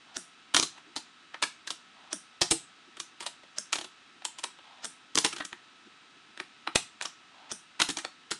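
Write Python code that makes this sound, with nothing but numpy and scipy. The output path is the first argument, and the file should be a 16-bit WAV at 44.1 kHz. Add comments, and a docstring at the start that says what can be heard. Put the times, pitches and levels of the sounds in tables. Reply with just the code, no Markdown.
"""A fingerboard clatters on a hard desk: deck and metal trucks land in bursts of ringing clacks. The tail
scuffs and is popped, the tiny wheels roll and whirr, and fingers slam the board flat. The desk answers each
blow with a short low hum, and a hand rubs softly on it. Heard close to a small microphone in a quiet room, over
hiss and a thin electronic whine."""
import sys
import numpy as np
from scipy import signal
from scipy.fft import rfft, irfft
from scipy.io import wavfile

SR = 44100
rng = np.random.default_rng(int(sys.argv[2]) if len(sys.argv) > 2 else 0)


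def generate_wav(sig):
    """Save sig (samples, or channels by samples) to the path in sys.argv[1] as 16-bit PCM at SR."""
    pcm = np.round(np.clip(np.atleast_2d(sig).T, -1, 1) * 32767).astype(np.int16)
    wavfile.write(sys.argv[1], SR, pcm)


N = 369999
BLOW_S = 0.25
CONTACT_BANDS_HZ = [(500, 1800), (1800, 4500), (4500, 12000)]   # knock, clack, tick


# landings, bright on bare metal, dull on soft wheels:
# start_s, level_db, brightness_db, thump_db, rattle_t60_s, deck_hz, truck_hz
LANDINGS = [(0.5452, -22.5, -1.5, -33, 0.029, 1410, 3340), (0.565, -21.5, 1, -36, 0.046, 1250, 3360),
            (0.5859, -37, 2, -36, 0.04, 1110, 8250), (0.598, -30, 5.5, -37.5, 0.0098, 1110, 5150),
            (0.6271, -30.5, 3, -37, 0.043, 1260, 4040), (0.7792, -53, -11, -67, 0.032, 980, 2710),
            (0.9629, -35.5, -0.5, -41.5, 0.057, 1010, 4330), (1.3427, -43.5, -17.5, -57, 0.038, 1280, 2260),
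            (1.4255, -26.5, -3, -42.5, 0.033, 1140, 2670), (1.4357, -30.5, -4.5, -44.5, 0.032, 1680, 2180),
            (1.6743, -39, -1, -58, 0.032, 1780, 4060), (1.705, -35.5, 1, -51.5, 0.033, 1020, 3600),
            (2.416, -23.5, 0.5, -32.5, 0.048, 720, 5350), (2.5106, -28, 7.5, -41, 0.026, 860, 8100),
            (2.5183, -29.5, 3.5, -29, 0.033, 790, 7700), (2.9694, -49, -6, -55.5, 0.034, 1360, 2750),
            (3.0007, -39, 3, -54, 0.028, 1140, 2980), (3.2055, -41.5, -2, -51.5, 0.038, 1000, 7050),
            (3.225, -44, -4, -61, 0.063, 1180, 8500), (3.2636, -35, -1.5, -57.5, .036, 760, 3900),
            (3.4337, -56.5, -12, -63, 0.052, 625, 3360), (3.729, -27, 0, -49, 0.033, 1295, 2600),
            (4.221, -53.5, -16, -74, .024, 805, 3060), (4.2515, -34, 2.5, -56.5, 0.029, 947, 7400),
            (4.3862, -43.5, -0.5, -59, 0.046, 980, 7140), (4.4385, -33, -1.5, -50, 0.028, 950, 7400),
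            (4.5872, -56.5, -14, -65, 0.043, 665, 3190), (5.1542, -32, 6, -34.5, 0.012, 1120, 5700),
            (5.1751, -25.5, -0.5, -30, 0.032, 1080, 5840), (5.1859, -28.5, 5.5, -54, 0.014, 960, 5670),
            (5.247, -24.5, 0, -32, 0.034, 870, 2950), (5.261, -34.5, 1, -42.5, 0.044, 1970, 5070),
            (5.3276, -39, -2.5, -47, 0.042, 1280, 2680), (5.404, -39, -19.5, -43, 0.043, 1860, 2900),
            (5.4503, -44.5, 5.5, -51.5, 0.031, 1320, 6200), (5.5287, -43, -11.5, -50, 0.022, 1840, 2810),
            (6.3751, -48.5, -8, -57, .017, 1890, 2900), (6.4001, -38, -10, -44, 0.021, 1870, 2370),
            (6.6742, -34, -19, -43, 0.017, 1240, 3140), (6.7566, -22.5, 0.5, -39, 0.022, 835, 2750),
            (7.012, -37, -8, -55, 0.013, 1890, 2640), (7.0228, -39, 0.5, -59, 0.04, 820, 6920),
            (7.053, -36, -1.5, -52.5, 0.041, 1210, 5470), (7.7999, -26.5, -4, -38.5, 0.034, 1350, 2270),
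            (7.8176, -22.5, -1, -36.5, 0.025, 1430, 3080), (7.8883, -36, 1.5, -36.5, 0.028, 910, 3200),
            (7.8997, -35.5, 2.5, -41, 0.042, 1700, 3620), (7.9704, -36, -0.5, -42, .022, 734, 6000),
            (7.9847, -39, -0.5, -55, 0.069, 1950, 8050), (8.0487, -36, -9, -49.5, 0.016, 774, 5000),
            (8.3119, -32, 0, -39, 0.049, 1390, 7240)]
# loose board bouncing edge to edge: start_s, end_s, gap_s, level_db, deck_hz
TUMBLES = [(3.755, 3.87, .029, -35.5, 800), (5.364, 5.43, .02, -40.5, 1540)]


def board_hits(tumble_loss_db=14, jitter_s=0.0015, uneven_db=1.5, knock_db=-3.5, knock_loss_per_db=0.438):
    """List the landings and fading bounces; a brighter blow has less wooden knock."""
    rows = list(LANDINGS)
    bounce_bright_db, bounce_thump_db, bounce_t60_s, bounce_truck_hz = -2.5, -8.5, 0.034, 3240
    for start, end, gap, db, deck_hz in TUMBLES:
        for s in np.arange(start, end, gap):
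            late, stronger = rng.standard_normal(2)
            level = db - tumble_loss_db * (s - start) / (end - start) + uneven_db * stronger
            rows.append((s + jitter_s * late, level, bounce_bright_db, level + bounce_thump_db,
                         bounce_t60_s, deck_hz, bounce_truck_hz))
    hits = []
    for s, db, bright_db, thump_db, t60_s, deck_hz, truck_hz in rows:
        bands_db = (db + knock_db - knock_loss_per_db * bright_db, db, db + bright_db)
        hits.append((s, bands_db, thump_db, t60_s, deck_hz, truck_hz))
    return hits


# board resonances on landing: pitch_hz, width_hz, gain_db
BOARD_MODES = [(980, 64, -4), (1299, 240, -5), (1857, 75, -6), (2417, 67, -2.5), (3230, 790, 4.5),
               (4050, 135, -4), (4700, 230, -17.5), (5500, 2100, -1.5), (6420, 650, -5), (7800, 1560, -5)]


def clatter(hits, deck_width_hz=260, deck_db=4.0, truck_db=8.0):
    """The board lands and tumbles; deck and trucks ring differently with each grip and angle."""
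    out = np.zeros(N)
    for s, bands_db, thump_db, t60_s, deck_hz, truck_hz in hits:
        modes = BOARD_MODES + [(deck_hz, deck_width_hz, deck_db), (truck_hz, truck_hz / 4, truck_db)]
        blow = contact(bands_db, t60_s, modes, crack_db=5.5, crack_t60_s=0.0033, dry_db=-6, grain_db=4.5)
        add(out, s, blow)
        add(out, s, desk_hum(thump_db))
    return out


def contact(bands_db, t60_s, modes, crack_db, crack_t60_s, dry_db, grain_db, uneven_db=2.0):
    """One hard crack, then loose wheels and trucks rattle; both ring the board."""
    t = times(BLOW_S / 2)
    n = len(t)
    grains = rng.standard_normal(n) * from_db(grain_db * np.repeat(rng.standard_normal(n), 20)[:n])
    build_s = 0.036 * t60_s
    rattle = grains * (1 - np.exp(-t / build_s)) * from_db(-60 * t / t60_s)
    crack = rng.standard_normal(n) * from_db(crack_db - 60 * t / crack_t60_s)
    force = rattle + crack + 1e-18
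    rings = sum(from_db(db + uneven_db * rng.normal()) * resonate(force, hz, width_hz)
                for hz, width_hz, db in modes)
    sound = from_db(dry_db) * force + rings
    return sum(at_level(band(sound, *edges), db) for edges, db in zip(CONTACT_BANDS_HZ, bands_db))


def lead_ins(hits, lead_s=0.0066, gain_db=-9.0):
    """A faint hiss swells for a few milliseconds before each clack."""
    t = times(lead_s)
    out = np.zeros(N)
    for s, bands_db, *_ in hits:
        hiss = sum(from_db(db) * band_noise(len(t), *edges)
                   for edges, db in zip(CONTACT_BANDS_HZ, bands_db))
        add(out, s - lead_s, hiss * from_db(gain_db) * np.sqrt(t / lead_s))
    return out


# tail snaps: start_s, level_db, thump_db, rattle_t60_s
POPS = [(0.165, -40.5, -46, .036), (2.1282, -39.5, -43, 0.026), (3.584, -43.5, -52, 0.012),
        (4.8449, -41, -50, 0.04), (7.5154, -41.5, -46.5, 0.033)]
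# board resonances in a pop: pitch_hz, width_hz, gain_db
POP_MODES = [(435, 30, 14.5), (628.5, 73, 6), (860, 74, 0.5), (1360, 310, 1), (1650, 120, -9.5),
             (3390, 390, 0.5), (6800, 450, -12), (8200, 1500, -8)]
LOOSE_POP_T60_S = 0.046


def pops(truck_hz=5950, truck_width_hz=950, wave_db=-5.0):
    """The tail snaps against the desk; a crisper snap ticks louder and rings the trucks more."""
    out = np.zeros(N)
    for s, db, thump_db, t60_s in POPS:
        crispness = np.log2(LOOSE_POP_T60_S / t60_s)
        modes = POP_MODES + [(truck_hz, truck_width_hz, 5 + 2.5 * crispness)]
        bands_db = (db - 1, db, db + 5 + 4.5 * crispness)
        snap = contact(bands_db, t60_s, modes, crack_db=8, crack_t60_s=0.0055, dry_db=-18, grain_db=8)
        add(out, s, snap)
        add(out, s, desk_hum(thump_db) + bending_wave(thump_db + wave_db))
    return out


def tail_scuffs(lead_s=0.023, rise_db=18.0, end_db=-39.0):
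    """Before each pop the fingers press the tail down and it scuffs the desk, ever harder."""
    t = times(lead_s)
    out = np.zeros(N)
    for s, *_ in POPS:
        scuff = band_noise(len(t), 520, 6500)
        add(out, s - lead_s, scuff * from_db(end_db - rise_db * (1 - t / lead_s)))
    return out


def wheel_spin(t60_s=0.26):
    """Airborne wheels whirr on their axles; a looser pop leaves more whirr."""
    t = times(BLOW_S)
    whirr = np.zeros(N)
    for s, db, _, rattle_t60_s in POPS:
        looseness = np.sqrt(rattle_t60_s / LOOSE_POP_T60_S)
        add(whirr, s, looseness * rng.standard_normal(len(t)) * from_db(db - 60 * t / t60_s))
    return from_db(-5) * resonate(whirr, 5850, 550) + from_db(8) * resonate(whirr, 8800, 1300)


# fingers slam the board flat: start_s, pulse_db, contact_s
SLAMS = [(0.597, -26, 0.00018), (2.419, -17.5, 0.00014), (2.5123, -26, 0.0011), (2.516, -28, 0.00066),
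         (5.2488, -21.5, 0.00017), (6.7572, -7.5, 0.00015)]


def slams(flex_hz=640, flex_t60_s=0.008, flex_db=-5.0):
    """A slam pushes one pulse out of the desk, whose top flexes briefly."""
    t = times(BLOW_S)
    flex = np.sin(2 * np.pi * flex_hz * t) * from_db(flex_db - 60 * t / flex_t60_s)
    out = np.zeros(N)
    for s, db, contact_s in SLAMS:
        pulse = (2 * t / contact_s) * np.exp(1 - 2 * t / contact_s)
        add(out, s, -from_db(db) * (pulse + flex))
    return signal.sosfilt(signal.butter(1, 30, "high", fs=SR, output="sos"), out + 1e-18)


# desk top resonances: pitch_hz, gain_db, t60_s
DESK_MODES = [(113, -25, 0.071), (162, -17.5, 0.17), (203, -13.5, 0.1384), (261, -4, 0.056),
              (299.2, 3, 0.067), (343.7, 2, 0.1), (424, -2.5, 0.08)]


def desk_hum(level_db, uneven_db=4.5, shove_db=2.5, shove_t60_s=0.02):
    """A blow shoves the desk and rings its low modes; spot and resting hand vary level and pitch."""
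    t = times(BLOW_S)
    detune = 1 + 0.05 * rng.standard_normal(len(DESK_MODES))
    hum = np.zeros(len(t))
    for k, (hz, db, t60_s) in enumerate(DESK_MODES):
        decay = from_db(db + uneven_db * rng.normal() - 60 * t / t60_s)
        hum += (-1) ** k * decay * np.sin(2 * np.pi * hz * detune[k] * t)
    shove = band_noise(len(t), 25, 535) * from_db(shove_db - 60 * t / shove_t60_s)
    return at_level(hum + shove, level_db)


def bending_wave(level_db, start_hz=620, end_hz=175, glide_s=0.00894, t60_s=0.13, build_s=0.0058):
    """High bending waves cross the desk faster than low ones, so the thump falls in pitch."""
    t = times(BLOW_S)
    hz = end_hz + (start_hz - end_hz) * np.exp(-t / glide_s)
    wave = np.sin(2 * np.pi * (np.cumsum(hz) / SR + rng.random()))
    return at_level(wave * (1 - np.exp(-t / build_s)) * from_db(-60 * t / t60_s), level_db)


# pushes along the desk: start_s, end_s, level_db
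ROLLS = [(0.023, 0.16, -61.5), (0.712, 0.79, -56.5), (1.916, 2.146, -60), (4.6, 4.87, -57.5),
         (7.295, 7.526, -58.5)]
# rolling noise: freq_hz, relative_density_db
WHEEL_SPECTRUM = [(200, -34), (450, -15.5), (750, 4.5), (1000, 2), (1500, -10), (3500, -6), (9000, -36)]


def rolling(attack_s=0.063, release_s=0.015, rough_db=2.5):
    """Small wheels gather speed and murmur unevenly over the desk."""
    t = np.arange(N) / SR
    push = sum(from_db(db) * np.clip((t - start) / attack_s, 0, 1) * np.clip((end - t) / release_s, 0, 1)
               for start, end, db in ROLLS)
    wobble = band_noise(N, 14, 120)
    return shaped_noise(WHEEL_SPECTRUM) * push * from_db(rough_db * wobble)


# hand and wrist on the desk: start_s, level_db, length_s
RUBS = [(0.832, -58.5, 0.11), (2.87, -55, 0.035), (4.145, -58, .05), (5.845, -52.5, 0.052),
        (6.14, -62, 0.057), (6.28, -60, .05)]


def hand_rubs(hum_hz=320, width_hz=110):
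    """Dragging skin wakes the desk's low hum without a click."""
    swell = np.zeros(N)
    for s, db, length_s in RUBS:
        add(swell, s, from_db(db) * np.hanning(int(length_s * SR)))
    friction = band_noise(N, 104, 390)
    return swell * rms_one(resonate(friction, hum_hz, width_hz))


# room decay: freq_hz, t60_s
ROOM_DECAY = [(150, 0.36), (400, 0.13), (1000, 0.2), (3000, 0.28), (7000, 0.27), (11000, 0.18)]
# room reflections: freq_hz, gain_db
ROOM_GAIN = [(150, -9.5), (400, -12.5), (1000, -9), (3000, -11.5), (5500, -10), (8500, -6.5), (11000, -4.5)]


def room(x, length_s=0.5, first_echo_s=0.0045, build_s=0.0022, patterns=7, changes_per_s=45):
    """Dense reflections die away band by band; their pattern shifts as the board moves about."""
    t = times(length_s)
    onset = np.clip((t - first_echo_s) / build_s, 0, 1)
    edges_hz = np.geomspace(80, 13000, 13)
    responses = np.zeros((patterns, len(t)))
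    for low, high in zip(edges_hz, edges_hz[1:]):
        hz = np.sqrt(low * high)
        fade = onset * from_db(-60 * t / at_hz(ROOM_DECAY, hz))
        echoes = band(rng.standard_normal(responses.shape), low, high)
        responses += from_db(at_hz(ROOM_GAIN, hz)) * echoes * fade / np.sqrt(np.sum(fade ** 2))
    place = np.arange(N) / SR * changes_per_s
    out = np.zeros(N)
    for k, response in enumerate(responses):
        away = np.abs((place - k) % patterns - 1)
        crossfade = np.cos(np.minimum(away, 1) * np.pi / 2)   # equal power
        out += signal.oaconvolve(x * crossfade, response)[:N]
    return out


# hiss: freq_hz, relative_density_db
HISS_SPECTRUM = [(18, -45), (30, -35.5), (272, -7.5), (578, -20), (724, -11.5), (842, -14), (1320, -8.5),
                 (1420, -8), (2350, -12), (2540, -10), (3690, -11.5), (3980, -16.5), (4290, -15.5),
                 (9110, -28.5), (12000, -50), (15600, -85), (22000, -120)]
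# electronic whine: pitch_hz, rms_db
WHINE_TONES = [(1299.5, -67.5), (2600, -73), (3898, -71)]


def background(hiss_db=-57.5):
    """Steady hiss with a thin electronic whine."""
    t = np.arange(N) / SR
    whine = sum(from_db(db) * np.sqrt(2) * np.sin(2 * np.pi * (hz * t + rng.random()))
                for hz, db in WHINE_TONES)
    return from_db(hiss_db) * shaped_noise(HISS_SPECTRUM) + whine


def times(length_s):
    """Sample times in seconds."""
    return np.arange(int(length_s * SR)) / SR


def from_db(db):
    """Decibels to gain."""
    return 10 ** (np.asarray(db) / 20)


def rms_one(x):
    """Scale to rms 1."""
    return x / np.sqrt(np.mean(x ** 2) + 1e-20)


def at_level(x, db, head_s=0.014, reference_s=0.01):
    """Scale a blow so its head holds the energy of reference_s at db rms."""
    head = x[:int(head_s * SR)]
    return x * from_db(db) / np.sqrt(np.sum(head ** 2) / (reference_s * SR) + 1e-20)


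def at_hz(points, hz):
    """Read a table along a log-frequency axis."""
    freqs_hz, values = np.array(points).T
    return np.interp(np.log(hz), np.log(freqs_hz), values)


def band(x, low_hz, high_hz):
    """Steep causal band-pass."""
    return signal.sosfilt(signal.butter(4, [low_hz, high_hz], "band", fs=SR, output="sos"), x)


def band_noise(n, low_hz, high_hz):
    """Band-limited noise, rms 1."""
    return rms_one(band(rng.standard_normal(n), low_hz, high_hz))


def shaped_noise(spectrum):
    """Steady noise of a given colour, rms 1."""
    hz = np.maximum(np.fft.rfftfreq(N, 1 / SR), 1)
    return rms_one(irfft(rfft(rng.standard_normal(N)) * from_db(at_hz(spectrum, hz)), N))


def resonate(x, hz, width_hz):
    """Two-pole resonance, peak gain 1."""
    r = np.exp(-np.pi * width_hz / SR)
    feedback = [1, -2 * r * np.cos(2 * np.pi * hz / SR), r * r]
    return signal.lfilter(np.array([1, 0, -1]) * (1 - r * r) / 2, feedback, x)


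def add(track, start_s, sound):
    """Mix a sound in at start_s."""
    i = int(start_s * SR)
    track[i:i + len(sound)] += sound[:N - i]


def scene(desk_echo_db=-11.0):
    """Board and desk in the room, over the background."""
    hits = board_hits()
    board = clatter(hits) + lead_ins(hits) + pops() + tail_scuffs() + wheel_spin() + rolling()
    desk = slams() + hand_rubs()   # reaches the microphone mostly through the desk itself
    echoes = room(board + from_db(desk_echo_db) * desk)
    return (board + desk + echoes + background())[None]


def record(dry, roll_off_hz=10300, cutoff_hz=12500):
    """The small recorder rounds the peaks, rolls off the treble and cuts the top."""
    rounded = 0.87 * np.tanh(dry / 0.91)
    dulled = signal.sosfilt(signal.butter(10, roll_off_hz, fs=SR, output="sos"), rounded)
    return signal.sosfilt(signal.ellip(10, 0.3, 70, cutoff_hz, fs=SR, output="sos"), dulled)


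dry = scene()
out = record(dry)
generate_wav(out)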